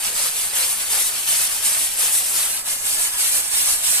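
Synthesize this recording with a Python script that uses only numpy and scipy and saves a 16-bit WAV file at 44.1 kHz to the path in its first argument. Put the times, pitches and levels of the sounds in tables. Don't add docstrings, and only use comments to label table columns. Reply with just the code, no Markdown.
import sys
import numpy as np
from scipy import signal
from scipy.fft import rfft, irfft
from scipy.io import wavfile
from scipy.ndimage import map_coordinates

SR = 44100
rng = np.random.default_rng(int(sys.argv[2]) if len(sys.argv) > 2 else 0)


def int16_out(signal):
    q = np.round(np.clip(np.atleast_2d(signal).T, -1, 1) * 32767)
    wavfile.write(sys.argv[1], SR, q.astype(np.int16))


N = 176400
TIME = np.arange(N) / SR

# frequency in Hz, relative level in dB.
RUMBLE_COLOUR = [(15, 0.5), (26, 2), (35, -9), (48, 5.5), (60, -6.5), (100, -7), (180, -9), (300, -10),
                 (600, -7), (2000, -16), (10000, -54)]
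POP_COLOUR = [(200, 4), (1000, 27.5), (3000, -2.5), (10000, -2.5), (15000, 24)]
BRISTLE_COLOUR = [(300, -20.5), (2500, -22), (5000, -7), (7000, -3.5), (9500, 3), (12000, -3), (14000, -4),
                  (15500, -9.5)]
PILE_COLOUR = [(100, -84), (700, -9.5), (1800, -7.5), (2300, -2), (2800, 1), (3400, -2.5), (4300, -2.5),
               (5500, -6.5), (7500, -8), (15000, -47)]
SUDS_COLOUR = [(60, -11), (300, -26), (420, -7), (530, -1), (800, 3), (1300, 2), (1900, 2), (3000, -8),
               (8000, -24)]
SQUELCH_COLOUR = [(100, -31), (280, -3), (400, 0.5), (520, 8), (750, -20), (2500, -41)]
# pitch in Hz, level in dB.
HUM_TONES = [(138, -67.5), (234, -65)]
# time in seconds, level in dB.
WHINE_LEVELS = [(0, -49), (2, -67), (2.8, -49.5), (4, -50)]
# start and length in seconds, then bristle, pile and suds strength in dB.
BRUSH_SWEEPS = [(0.014, 0.095, -23.5, -27.5, -40), (0.136, 0.18, -21.5, -28.5, -37),
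                (0.326, 0.17, -24, -35, -61), (0.522, 0.168, -19.5, -28.5, -35.5),
                (0.651, 0.107, -20.5, -35, -43.5), (0.781, 0.065, -23, -30, -40),
                (0.882, 0.175, -18.5, -28.5, -35.5), (1.02, 0.095, -19, -33, -43.5),
                (1.126, 0.096, -29.5, -31, -41.5), (1.249, 0.153, -17.5, -26.5, -35.5),
                (1.358, 0.13, -18.5, -29, -38), (1.467, 0.12, -24, -35, -40),
                (1.614, 0.109, -17, -26.5, -39), (1.675, 0.14, -22, -30.5, -36),
                (1.762, 0.13, -19.5, -32, -45), (1.962, 0.155, -18, -28.5, -35.5),
                (2.096, 0.13, -16.5, -31, -41), (2.208, 0.21, -23, -39, -46.5),
                (2.326, 0.15, -20.5, -29.5, -35.5), (2.428, 0.15, -24.5, -50, -53),
                (2.653, 0.11, -22.5, -33, -42), (2.83, 0.155, -21.2, -31, -47.5),
                (2.955, 0.143, -20, -31.5, -38), (3.162, 0.16, -19.5, -26.5, -41),
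                (3.285, 0.14, -18.3, -30.5, -36), (3.502, 0.16, -19.5, -26.5, -39.5),
                (3.632, 0.14, -17.8, -28.5, -37), (3.816, 0.21, -19, -27.5, -41.5)]
# time and half width in seconds, dip in dB.
HAND_LIFTS = [(.502, 0.034, -2), (2.633, 0.022, -9.5), (2.797, 0.034, -3), (3.115, 0.012, -2.5)]
# time and half width in seconds, relative level in dB.
WET_SPOTS = [(.11, 0.03, -40.5), (.24, 0.046, -44), (.62, 0.05, -42), (.96, 0.059, -45), (1.32, .04, -48)]
LEFT_DELAY = [(0, -.00004), (2.3, -.00002), (2.7, .00014), (4, .00011)]
# frequency in Hz, likeness from -1 (opposite) to 1 (same).
ROOM_LIKENESS = [(60, 0.77), (290, 0.83), (640, 0.46), (1200, -0.42), (2200, 0.9), (3200, -0.63),
                 (4200, 0.86), (5400, -.3), (7000, -0.11)]
DIRECT_LIKENESS = [(300, 0.63), (700, .4), (1400, 0.15), (3400, 0.41), (5000, 0.85), (8000, 0.08)]
# frequency in Hz, gain in dB.
LEFT_PORT_GAIN = [(100, -2.5), (300, -1.5), (700, -1.5), (4000, 1.5), (6600, 1.5), (8000, 3), (9500, 2),
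                  (11100, 9), (12500, 5.5), (14000, 0)]
RIGHT_PORT_GAIN = [(100, -2), (300, -2.5), (700, -2), (4000, 1.5), (6600, 3), (7500, 5.5), (8200, 8.5),
                   (8800, 8), (9600, 0), (10400, 2), (12000, -4), (14000, -5)]
FACING_GAIN = [(400, 1), (3400, -1.5), (5000, 1), (8000, 2.5), (11000, 0), (13000, 4)]


def amp(db):
    return 10 ** (np.asarray(db) / 20)


def unit(x):
    return x / np.sqrt(np.mean(x ** 2) + 1e-20)


def read_curve(table):
    hz, value = np.transpose(table)
    return np.interp(np.log(np.fft.rfftfreq(N, 1 / SR) + 1), np.log(hz + 1), value)


def colour(x, table):
    return irfft(rfft(x) * amp(read_curve(table)), N)


def spread(pair, likeness=ROOM_LIKENESS):
    turn = np.arcsin(np.clip(read_curve(likeness), -1, 1)) / 2
    spectra = rfft(pair)
    return irfft(np.cos(turn) * spectra + np.sin(turn) * spectra[::-1], N)


def drift(seconds):
    hz = np.fft.rfftfreq(N, 1 / SR)
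    return unit(irfft(rfft(rng.standard_normal(N)) * np.exp(-(hz * seconds) ** 2), N))


def clicks(per_s, scatter_db):
    size = amp(scatter_db * np.minimum(rng.exponential(1, (2, N)), 5))
    return unit(size * rng.choice([-1., 1.], (2, N)) * (rng.random((2, N)) < per_s / SR))


def wavering_tone(hz, wobble_hz, wobble_s):
    return np.sin(2 * np.pi * np.cumsum(hz + wobble_hz * drift(wobble_s)) / SR)


def background():
    rumble = amp(-46) * unit(spread(colour(rng.standard_normal((2, N)), RUMBLE_COLOUR)))
    hum = sum(amp(db) * unit(wavering_tone(hz, 2.45, 0.13)) for hz, db in HUM_TONES)
    whine = unit(wavering_tone(hz=1686, wobble_hz=7.7, wobble_s=0.038) * amp(2.5 * drift(0.031)))
    return rumble + hum + whine * amp(np.interp(TIME, *np.transpose(WHINE_LEVELS)))


def foam():
    return unit(spread(colour(clicks(per_s=40, scatter_db=4), POP_COLOUR)))


def sweep_strengths(bite_s=0.052, let_go_s=0.054):
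    glide_db, lift_share = (-24.5, -33, -38.5), (0.8, 0.91, 0.57)
    power = np.ones((3, N)) * amp(glide_db)[:, None] ** 2
    for start, length, *levels in BRUSH_SWEEPS:
        age = TIME - start
        bite = np.sin(np.pi / 2 * np.clip(age / bite_s, 0, 1))
        let_go = np.sin(np.pi / 2 * np.clip((length - age) / let_go_s, 0, 1))
        power += (amp(levels)[:, None] * bite * let_go) ** 2
    dip_db = sum(db * np.exp(-((TIME - when) / width) ** 2) for when, width, db in HAND_LIFTS)
    return np.sqrt(power) * amp(np.outer(lift_share, dip_db))


def rub(strength, tone, per_s, scatter_db, clump_db, clump_s):
    pace = strength / strength.mean()
    slips = clicks(per_s * pace, scatter_db) / np.sqrt(pace)
    clumps = amp(clump_db * drift(clump_s))
    return strength * unit(spread(colour(slips * clumps, tone), DIRECT_LIKENESS))


def bubbles(strength, per_s, low_hz, high_hz, cycles, rise, scatter_db=4):
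    t = np.arange(2048) / SR
    rings = np.zeros((2, N + len(t)))
    for when, pitch, loud, side in rng.random((int(per_s * N / SR), 4)):
        hz = low_hz * (high_hz / low_hz) ** pitch
        age = t * hz / cycles
        ring = np.sin(2 * np.pi * hz * t * (1 + rise * age / 2)) * np.exp(-2 * age)
        rings[int(2 * side), int(when * N):][:len(t)] += ring * np.sqrt(hz) * amp(scatter_db * loud)
    return strength * unit(spread(rings[:, :N], DIRECT_LIKENESS))


def squelches():
    push = sum(amp(db) * np.exp(-((TIME - when) / width) ** 2 / 2) for when, width, db in WET_SPOTS)
    return push * unit(spread(colour(clicks(per_s=3500, scatter_db=1), SQUELCH_COLOUR)))


def foam_patches(x, depth_db=1.52, width_hz=298, life_s=0.029):
    hz, t, slices = signal.stft(x, SR, nperseg=1024, noverlap=768)
    across, along = np.fft.fftfreq(len(hz), hz[1])[:, None], np.fft.fftfreq(len(t), t[1])
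    blur = np.exp(-(across * width_hz) ** 2 - (along * life_s) ** 2)
    speckle = rng.standard_normal(slices.shape[1:])
    patches = unit(np.fft.ifft2(np.fft.fft2(speckle) * blur).real)
    slices *= unit(amp(depth_db * patches))
    return signal.istft(slices, SR, nperseg=1024, noverlap=768)[1][:, :N]


def travel(x, start_s=2.1, end_s=4):
    moved = np.interp(TIME, [start_s, end_s], [0, 1])
    delay = np.interp(TIME, *np.transpose(LEFT_DELAY))
    left = map_coordinates(x[0], [(TIME - delay) * SR], order=5)
    right = (1 - moved) * x[1] + moved * colour(x[1], FACING_GAIN)
    return np.array([left, right])


def room(x, fade_s=0.076, change_s=0.12, echoes_per_s=4000, echo_db=-2.5):
    t, wash = np.arange(SR // 4) / SR, np.zeros((2, N))
    for centre in np.arange(0, N / SR + change_s, change_s):
        near = np.flatnonzero(abs(TIME - centre) < change_s)
        if len(near):
            tail = rng.standard_normal((2, len(t))) * (rng.random((2, len(t))) < echoes_per_s / SR)
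            tail *= (t > 0.002) * amp(-60 * t / fade_s)
            tail /= np.linalg.norm(tail, axis=1, keepdims=True)
            part = x[:, near] * np.cos(np.pi / 2 * (TIME[near] - centre) / change_s)
            echo = signal.fftconvolve(part, tail, axes=1)[:, :N - near[0]]
            wash[:, near[0]:near[0] + echo.shape[1]] += echo
    return x + amp(echo_db) * spread(wash)


def scene():
    bristle, pile, suds = sweep_strengths()
    flicks = rub(bristle, BRISTLE_COLOUR, per_s=13000, scatter_db=2.5, clump_db=0.04, clump_s=0.0034)
    rasp = rub(pile, PILE_COLOUR, per_s=7600, scatter_db=2.5, clump_db=0.87, clump_s=0.011)
    squish = rub(suds, SUDS_COLOUR, per_s=3500, scatter_db=1, clump_db=-1, clump_s=0.029)
    gurgle = bubbles(suds, per_s=1300, low_hz=684, high_hz=3150, cycles=6.3, rise=0.18)
    froth = bubbles(pile, per_s=450, low_hz=2913, high_hz=6840, cycles=43, rise=0.042)
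    rubbing = amp(-5.5) * flicks + amp(-4) * rasp + amp(-3) * squish
    water = amp(-7.5) * gurgle + amp(-8) * froth + amp(-2) * squelches()
    brush = travel(foam_patches(rubbing + water))
    return room(brush + amp(-45) * foam()) + background()


def record(dry):
    ports = np.array([colour(dry[0], LEFT_PORT_GAIN), colour(dry[1], RIGHT_PORT_GAIN)])
    low_pass = signal.firwin(511, 15500, window=("kaiser", 9), fs=SR)
    return signal.oaconvolve(ports, low_pass[None], "same")


dry = scene()
out = record(dry)
int16_out(out)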